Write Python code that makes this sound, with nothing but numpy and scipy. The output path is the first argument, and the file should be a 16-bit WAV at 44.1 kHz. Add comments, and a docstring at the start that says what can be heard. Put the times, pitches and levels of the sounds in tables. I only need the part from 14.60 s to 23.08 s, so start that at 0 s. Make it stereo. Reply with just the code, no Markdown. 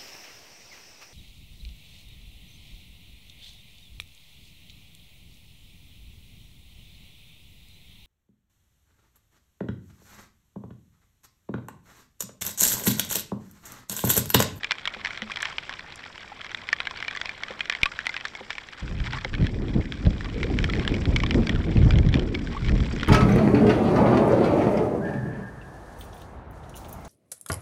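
"""A hiss of far rain and wet slaps of near drops open the scene: rain on open water under a waterproof cover.
Near drops are noise slaps over the cover's short decaying modes; the hiss is grainy filtered noise.
Plops are rising, dying tones, hull knocks are longer modes, and a few drops spit bright noise.
Halfway, wind sets in: coloured noise swelled by gusts rumbles and flutters at two microphone ports,
and wavering tones hum over their edges."""
import sys
import numpy as np
from scipy import signal
from scipy.fft import rfft, irfft, next_fast_len
from scipy.io import wavfile
from scipy.ndimage import map_coordinates

SR = 44100
rng = np.random.default_rng(int(sys.argv[2]) if len(sys.argv) > 2 else 0)


def invert_db(x):
    """Field ratio 10**(x/20) for x, a level in decibels (scalar or array-like)."""
    u = np.asarray(x, float) / 20
    return 10 ** u


def put_to_file(sound):
    """Save the sound as 16-bit audio at rate SR, in the file named by the first command-line argument."""
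    columns = np.atleast_2d(sound).T  # one column per channel
    safe = np.clip(columns, -1, 1)
    whole_steps = np.round(safe * 32767)
    wavfile.write(sys.argv[1], SR, whole_steps.astype(np.int16))


N = 373968

# rain strength over time: t/s, relative hiss level/dB, treble over its usual share/dB
RAIN_STRENGTH = [(0, -48.5, 2.5), (.9, -47.5, 2.5), (1.65, -49.5, 3), (2.45, -46.5, 1), (4, -49.5, 4),
                 (5.22, -52, 5.5), (6.3, -45, 4), (6.75, -46, 4.5), (7.65, -49, 4), (8.46, -45, 6.5)]
# colour of far rain through the cover: f/Hz, relative density/dB per Hz
HISS_COLOUR = [(25, 3.5), (64, 4.5), (427, -4), (1190, -5.5), (2350, -2.5), (2690, -9), (3340, -5),
               (4610, -15.5), (5570, -16.5), (6300, -26), (7510, -23), (9320, -39.5), (13200, -43),
               (16000, -62)]
# likeness of the two ports for rain: f/Hz, likeness/0-1
RAIN_LIKENESS = [(60, 0.03), (700, 0.76), (1500, 0.94), (3000, 0)]
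# clear drops on the cover: t/s, nominal peak level/dB, strongest ring f/Hz
CLEAR_DROPS = [(0.033, -19, 2370), (0.0446, -14.5, 2370), (0.1096, -11.5, 2160), (0.1184, -10.5, 2370),
               (0.2547, -17, 3480), (0.275, -15, 2170), (0.3464, -26.5, 2440), (0.4484, -15, 2060),
               (0.458, -21, 2570), (0.471, -22, 2000), (0.5066, -23, 2160), (0.575, -24, 3250),
               (0.6197, -22, 1930), (0.7176, -21.5, 2380), (0.759, -21, 3480), (0.771, -20.5, 2300),
               (0.828, -15, 1700), (0.8546, -16.5, 2060), (0.983, -15, 2370), (1.0942, -19, 1840),
               (1.947, -20, 1990), (2.089, -20.5, 2370), (2.129, -8, 1770), (2.1645, -30.5, 2100),
               (2.203, -17.5, 2470), (2.271, -17, 2040), (2.31, -22.5, 1046), (2.4263, -21, 2070),
               (2.481, -16, 2380), (2.572, -21.5, 2020), (2.6138, -16.5, 1650), (2.657, -20, 2520),
               (2.693, -21.5, 2370), (2.8348, -17.5, 2230), (3.0066, -13.5, 2450), (3.0978, -12, 2420),
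               (3.1239, -20, 1760), (3.15, -19.5, 2080), (3.2324, -6, 1590), (3.2571, -12, 2530),
               (3.39, -17.5, 1700), (3.468, -14, 2000), (3.493, -20.5, 2060), (3.5418, -21.5, 1580),
               (3.5653, -18.5, 2530), (3.6523, -16, 1710), (3.9044, -16.5, 1760), (3.982, -22, 2310),
               (4.532, -24, 1420), (4.647, -15.5, 2090), (4.74, -20.5, 1710), (4.7499, -22.5, 2270),
               (4.8681, -20.5, 1700), (5.3224, -22.5, 3430), (5.608, -23.5, 1910), (5.8303, -15.5, 2100),
               (5.988, -17, 2230), (6.042, -14.5, 3170), (6.0987, -19, 3700), (6.1354, -19, 2000),
               (6.196, -23.5, 2100), (6.2773, -12.5, 1730), (6.3415, -21, 2220), (6.455, -21, 3350),
               (6.5617, -12.5, 2230), (6.6017, -20.5, 2050), (6.6356, -15.5, 1110), (6.6636, -20, 2010),
               (6.7089, -15, 2330), (6.8704, -18, 2180), (6.894, -15.5, 3300), (7.307, -15.5, 2380),
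               (7.386, -20, 2160), (7.5414, -15.5, 2030), (7.595, -21, 3100), (7.7497, -17, 2160),
               (8.094, -24, 1400), (8.431, -19, 1425)]
# flurries of small drops in a wash of running water: t/s, length/s, typical level/dB
FLURRIES = [(0.799, 0.13, -41), (4.173, 0.04, -45.5), (4.44, 0.051, -41.5), (4.515, 0.077, -41),
            (8.372, 0.071, -55.5)]
# modes of the cover, varied at each drop: typical f/Hz, level/dB, t60/s, left over right/dB
COVER_MODES = [(1110, -21, 0.035, 0), (1467, -18, 0.033, 10.5), (1710, -3.5, 0.02, 6.5),
               (2000, -2, 0.021, 6.5), (2370, -4, 0.025, 10), (3166, -3, 0.0072, 28),
               (4135, -4, 0.0092, 9.5), (5320, -3, 0.0028, -24)]
# colour of spray: f/Hz, gain/dB
SPRAY_COLOUR = [(3500, -29), (6000, 8.5), (10000, -7.5), (15800, -32), (16500, -71.5)]
# clear plops, short pitched rings after drops: t/s, nominal peak level/dB, starting f/Hz
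CLEAR_PLOPS = [(1.718, -27, 800), (3.257, -17.5, 1110), (4.535, -24, 863), (4.571, -24.5, 1100),
               (5.9, -26, 750), (6.09, -22, 1300), (7.948, -25.5, 860), (7.966, -20.5, 1110)]
# drops on the hull: t/s, nominal level/dB, lowest mode over its usual share/dB
HULL_KNOCKS = [(0.364, -42, 0), (0.622, -42, 5.5), (2.905, -37.5, -5), (3.808, -38.5, -10), (4.65, -34, -4)]
# modes of the hollow hull: f/Hz, typical level/dB, t60/s
HULL_MODES = [(215.7, 0.5, 0.24), (395, -1, 0.087), (518, 11, 0.041), (784, 14.5, 0.015)]
# drops that burst into a bright spit: t/s, nominal level/dB
SPIT_BURSTS = [(0.823, -20), (1.358, -26), (2.1273, -36), (3.232, -30.5), (3.467, -26), (4.868, -43),
               (6.0423, -30.5), (6.8703, -37)]
# shove of the heaviest drop: t/s, nominal level/dB, return time/s
HEAVY_SHOVE = (3.2322, -16.5, 0.0064)
# steady air stream, setting in halfway: t/s, typical level/dB
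BREEZE = [(4.19, -69), (4.225, -32), (4.55, -33), (4.62, -39.5), (4.8, -28), (5.25, -29), (5.34, -32.5),
          (5.5, -29), (6.05, -25.5), (6.8, -25), (7.65, -26), (8.0, -30), (8.2, -25.5), (8.47, -27)]
# colour of the low wind rumble: f/Hz, relative density/dB per Hz
BUFFET_COLOUR = [(12, -24), (30, 7.5), (65, 5), (130, 2.5), (200, -6), (400, -50)]
# colour of the higher wind flutter: f/Hz, relative density/dB per Hz
FLUTTER_COLOUR = [(90, -27), (200, 4), (330, -1.5), (500, -10), (800, -22), (1500, -38)]
# gusts on top of the stream: t/s, hold/s, typical level/dB, left over right/dB, flutter over buffet/dB
GUSTS = [(4.328, 0.084, -29, 14.5, -20), (4.787, 0.03, -11, 3, -19), (5.143, 0.017, -18, 6.5, -4),
         (5.448, 0.0059, -14, -13, -9.5), (5.98, 0.1, -25.5, 18.5, -12.5), (6.478, 0.2, -30.5, 25, -12.5),
         (6.737, 0.021, -16.5, 1, -3.5), (6.934, 0.029, -20.5, 14.5, -16), (7.144, 0.047, -13, 10.5, -11.5),
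         (7.195, 0.063, -17, 17.5, -11), (7.287, 0.25, -14, 5, -17.5), (7.539, 0.033, -18, 7.5, -3),
         (8.05, 0.15, -20.5, 5.5, -11)]
# hums over a port's edge: t/s, length/s, nominal top f/Hz, nominal level/dB, left over right/dB
EDGE_HUMS = [(4.876, 0.68, 495.4, -38, -15), (5.68, 0.4, 522.6, -38, -14), (7.579, 0.29, 408, -32, 19)]


def unit(x):
    """Scales a sound to rms 1."""
    return x / np.sqrt(np.mean(x ** 2) + 1e-20)


def along(points, hz):
    """Reads (f/Hz, value) points on a log axis."""
    f, value = np.transpose(points)
    return np.interp(np.log(hz + 1), np.log(f + 1), value)


def curves(rows):
    """Draws each column after the time as one value per sample."""
    times, *columns = np.transpose(rows)
    return [np.interp(np.arange(N) / SR, times, column) for column in columns]


def wobble(rate):
    """Draws two smooth random curves through rate knots a second."""
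    knots = rng.standard_normal((2, N // 100))
    return np.array([map_coordinates(k, [np.arange(N) * rate / SR]) for k in knots])


def filtered(x, response):
    """Multiplies the spectrum of x by a response of frequency."""
    size = next_fast_len(N + 8192)
    return irfft(rfft(x, size) * response(np.fft.rfftfreq(size, 1 / SR)), size)[..., :N]


def blend(source, spectrum, alike):
    """Colours two unrelated signals and mixes them into a stereo pair of the given likeness."""
    def response(hz):
        angle = np.arccos(np.clip(along(alike, hz), -1, 1)) / 2
        return invert_db(along(spectrum, hz)) * [np.cos(angle), np.sin(angle)]

    mid, side = filtered(source, response)
    return np.array([mid + side, mid - side])


def rush(spectrum, alike):
    """Makes plain coloured stereo noise of rms 1."""
    return unit(blend(rng.standard_normal((2, N)), spectrum, alike))


def placed(times, sounds):
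    """Sums stereo sounds (events, 2, samples) at their times."""
    starts = np.round(times * SR).astype(int)
    at = (starts[:, None] + np.arange(sounds.shape[2])).ravel()
    return np.array([np.bincount(at, sounds[:, c].ravel(), N + SR)[:N] for c in (0, 1)])


def far_rain():
    """Thousands of tiny impacts blur into a hiss, grainy band by band; flurries swell it; its lows stay smooth."""
    level_db, treble_db = curves(RAIN_STRENGTH)
    start, length, db = np.transpose(FLURRIES)[..., None]
    through = np.clip((np.arange(N) / SR - start) / length, 0, 1)
    wash_power = np.sum((invert_db(db) * np.sin(np.pi * through)) ** 2, axis=0)
    swell = np.sqrt(1 + wash_power / invert_db(level_db) ** 2)
    dull, crisp = invert_db(4.24 * wobble(150))
    treble = invert_db(treble_db + 4.0 * wobble(120)) * swell
    top = invert_db(treble_db) * np.sqrt(swell)
    gains = [1, dull * swell, crisp * swell, treble, top]
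    edges_hz = [0, 600, 2000, 4500, 8500, SR]
    source = sum(filtered(gain * rng.standard_normal((2, N)), lambda f: (f >= lo) * (f < hi))
                 for gain, lo, hi in zip(gains, edges_hz, edges_hz[1:]))
    hiss = blend(source, HISS_COLOUR, RAIN_LIKENESS)
    hiss = hiss / np.sqrt(np.mean((hiss / swell) ** 2))
    return invert_db(level_db + 3.5 + np.array([[1.2], [-1.2]])) * hiss


def taps(times, db, ring_hz):
    """A drop rings each mode anew, most near its own pitch, slaps broadly and throws a little spray."""
    t = np.arange(1000) / SR
    hz, mode_db, t60, pan_db = np.transpose(COVER_MODES)
    draw = rng.standard_normal((len(times), 5, len(hz)))
    # modes near the drop's own pitch are pulled to it
    near = np.exp(-(np.log(hz / ring_hz[:, None]) / 0.15) ** 2)
    pitch = hz * (1 + 0.059 * draw[:, 0]) * (1 - near) + ring_hz[:, None] * near
    level = mode_db * (1 - near) + 3 * near + 3 * draw[:, 1]
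    life = t60 * np.exp(0.25 * draw[:, 2])
    start = rng.uniform(0, 2 * np.pi, life.shape)
    apart = draw[:, 3] * hz / 1700  # short waves reach the two ports out of step
    ring = []
    for side in (1, -1):
        gain = invert_db(level + side * (pan_db / 2 + 2 * draw[:, 4]))
        phase = 2 * np.pi * pitch[..., None] * t + (start + side * apart / 2)[..., None]
        decay = invert_db(-60 * t / life[..., None])
        ring.append(np.sum(gain[..., None] * decay * np.sin(phase), axis=1))
    ring = np.stack(ring, axis=1) * (1 - np.exp(-t / 0.0004))
    # the blow's strength is shared among the modes
    first = np.sqrt(np.mean(ring[..., :130] ** 2, axis=(1, 2), keepdims=True))
    ring = ring / first * invert_db(db - 5.5)[:, None, None]

    spread = 0.0022 * np.exp(0.38 * draw[:, 2, :1])  # seconds the water takes to flatten
    slap = np.exp(-(t / spread) ** 2) + invert_db(-11.5 - 60 * t / 0.044)

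    def burst(size_db, shape):
        noise = rng.standard_normal(ring.shape)
        return placed(times, invert_db(size_db)[:, None, None] * shape[:, None] * noise)

    splash = filtered(burst(db + 10.0, slap),
                      lambda f: f ** 2 / (f ** 2 + 1300 ** 2) / (1 + (f / 7000) ** 2))
    splash = blend(splash, HISS_COLOUR, RAIN_LIKENESS) * invert_db([[2.5], [-2.5]])
    # higher-ringing drops throw more spray, varied at each drop
    spray_db = db - 39.0 + 8 * np.log2(ring_hz / 2200) + 6.5 * draw[:, 1, -1]
    spray = filtered(burst(spray_db, slap ** 3), lambda f: invert_db(along(SPRAY_COLOUR, f)))
    return placed(times, ring) + splash + spray


def drops():
    """Clear taps join many smaller ones by chance and flurries of water shaken loose."""
    count, shaken = 650, 14  # small drops by chance; drops in each flurry
    draw = rng.uniform(size=(count + shaken * len(FLURRIES), 3))
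    start, length, flurry_db = np.repeat(FLURRIES, shaken, axis=0).T
    times = np.r_[draw[:count, 0] * N / SR, start + length * draw[count:, 0]]
    rain_db = np.interp(times[:count], *np.transpose(RAIN_STRENGTH)[:2]) + 7.5
    small_db = np.r_[rain_db, flurry_db] + np.minimum(-5.5 * np.log(draw[:, 1]), 14)
    small_hz = 900 * 4.3 ** draw[:, 2]
    return taps(times, small_db, small_hz) + taps(*np.transpose(CLEAR_DROPS))


def plops():
    """Short tones ring with rising pitch, strong ones for more cycles; faint plops thicken in flurries."""
    draw = rng.uniform(size=(380, 3))
    faint_db = -38 + np.minimum(-2.8 * np.log(draw[:, 1]), 6)
    faint = np.c_[draw[:, 0] * N / SR, faint_db, 750 * 6.5 ** draw[:, 2]]
    start, length, flurry_db = np.repeat(FLURRIES, 10, axis=0).T
    stir = rng.uniform(size=(len(start), 2))
    splatter = np.c_[start + length * stir[:, 0], flurry_db + 11, 850 * 2.4 ** stir[:, 1]]
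    times, db, hz = np.transpose(np.r_[CLEAR_PLOPS, faint, splatter])[..., None]
    t = np.arange(SR // 10) / SR
    cycles = 1.6 * invert_db(db + 49) + 6  # periods of the starting pitch in a 60 dB fall
    envelope = invert_db(db - 60 * t * hz / cycles) * (1 - np.exp(-t / 0.0015))
    ring = envelope * np.sin(2 * np.pi * hz * t * (1 + 1.5 * t))
    return placed(times[:, 0], ring[:, None] * np.ones((2, 1)))


def hull():
    """Each knock rings the hollow hull's decaying modes at new strengths."""
    times, db, low_db = np.transpose(HULL_KNOCKS)
    hz, mode_db, t60 = np.transpose(HULL_MODES)[..., None]
    t = np.arange(SR // 4) / SR
    gain = invert_db(db[:, None, None] + rng.normal(0, 2, (len(times), len(hz), 1)))
    gain[:, 0, 0] *= invert_db(low_db)
    modes = invert_db(mode_db - 60 * t / t60) * np.sin(2 * np.pi * hz * t)
    ring = np.sum(gain * modes, axis=1) * (1 - np.exp(-t / 0.00095))
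    return placed(times, np.stack([ring, ring], axis=1))


def spits():
    """A few drops burst near the ports into a short bright spray."""
    times, db = np.transpose(SPIT_BURSTS)
    t = np.arange(400) / SR
    noise = rng.standard_normal((len(times), 2, len(t)))
    burst = invert_db(db)[:, None, None] * np.exp(-(t / 0.0013) ** 2) * noise
    spray = filtered(placed(times, burst), lambda f: invert_db(along(SPRAY_COLOUR, f)))
    return spray * invert_db([[1.5], [-1.5]])


def thump():
    """The heaviest drop shoves the whole sheet, which sags back."""
    start, db, back = HEAVY_SHOVE
    t = np.clip(np.arange(N) / SR - start, 0, 1)
    return invert_db(db) * (1 - np.exp(-t / 0.00041)) * (1 - t / back) * np.exp(-t / back)


def wind():
    """Eddies hit each port in lumps, nearly unrelated; stream and gusts drive a low buffet and higher flutter."""
    calm = [(0, -120), (BREEZE[0][0] - 0.01, -120)]
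    # the left port is the more exposed, by 2.5 dB
    stream_db = curves(calm + BREEZE)[0] + 2.5 * np.array([[0.5], [-0.5]]) + 1.3 * wobble(11)
    usual_db = np.median(BREEZE, axis=0)[1]
    flutter_db = usual_db - 7.5 + 1.71 * (stream_db - usual_db)  # swings wider than the stream
    blows, flaps = gusts()
    flaps = flaps * invert_db(3.6 * wobble(220))
    lumps = unit(invert_db(2.4 * wobble(35)))
    buffet = np.hypot(invert_db(stream_db), blows) * rush(BUFFET_COLOUR, [(60, 0.27)])
    flutter = np.hypot(invert_db(flutter_db), flaps) * invert_db(1.7 * wobble(30))
    flutter = flutter * rush(FLUTTER_COLOUR, [(300, 0.32)])
    air = lumps * (buffet + flutter) + hums()
    return filtered(air, lambda f: 1 / (1 + (f / 1800) ** 8))  # eddies carry no treble


def gusts():
    """Each gust rises fast, holds and fades, giving a gain at each port for buffet and for flutter."""
    rise_s, fade_s = 0.017, 0.037  # fade = time to fall 12 dB
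    start, hold, db, pan_db, flutter_db = np.transpose(GUSTS)[..., None]
    t = np.arange(SR // 2) / SR
    fading = np.clip(t - rise_s - hold, 0, 1)
    shape = np.clip(t / rise_s, 0, 1) ** 2 * invert_db(-12 * fading / fade_s)
    power = (shape[:, None] * invert_db(db + pan_db * [0.5, -0.5])[..., None]) ** 2
    flutter_power = power * invert_db(flutter_db)[..., None] ** 2
    return [np.sqrt(placed(start[:, 0], p)) for p in (power, flutter_power)]


def hums():
    """A breathy, wavering edge tone climbs in pitch with a push of air, then sags."""
    sag, rise_s, fall_s = 0.53, 0.11, 0.12  # share of pitch lost in slower air; climb; sag after the top
    sway, swell = wobble(130)
    both = np.zeros((2, N))
    for start, length, top_hz, db, pan_db in EDGE_HUMS:
        t = np.clip(np.arange(N) / SR - start, 0, length)
        push = np.minimum(t / rise_s, np.exp(np.minimum((rise_s - t) / fall_s, 0)))
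        hz = top_hz * (1 - sag * (1 - push)) * (1 + 0.0905 * sway)
        envelope = swell * np.sqrt(np.abs(np.sin(np.pi * t / length)))
        gain = invert_db(db + pan_db * np.array([[0.5], [-0.5]])) * envelope
        both += gain * np.sin(2 * np.pi * np.cumsum(hz) / SR)
    return both


def scene():
    """Sums all sources at the two ports."""
    return far_rain() + drops() + plops() + hull() + spits() + thump() + wind()


def band_limit(x):
    """A steep low-pass at the top of the band."""
    return signal.sosfilt(signal.butter(12, 16510, fs=SR, output="sos"), x)


def record(dry):
    """Rounds peaks off smoothly near full scale."""
    rounded = dry / (1 + np.abs(dry / 0.97) ** 6) ** (1 / 6)
    return band_limit(rounded)


dry = scene()
out = record(dry)
put_to_file(out)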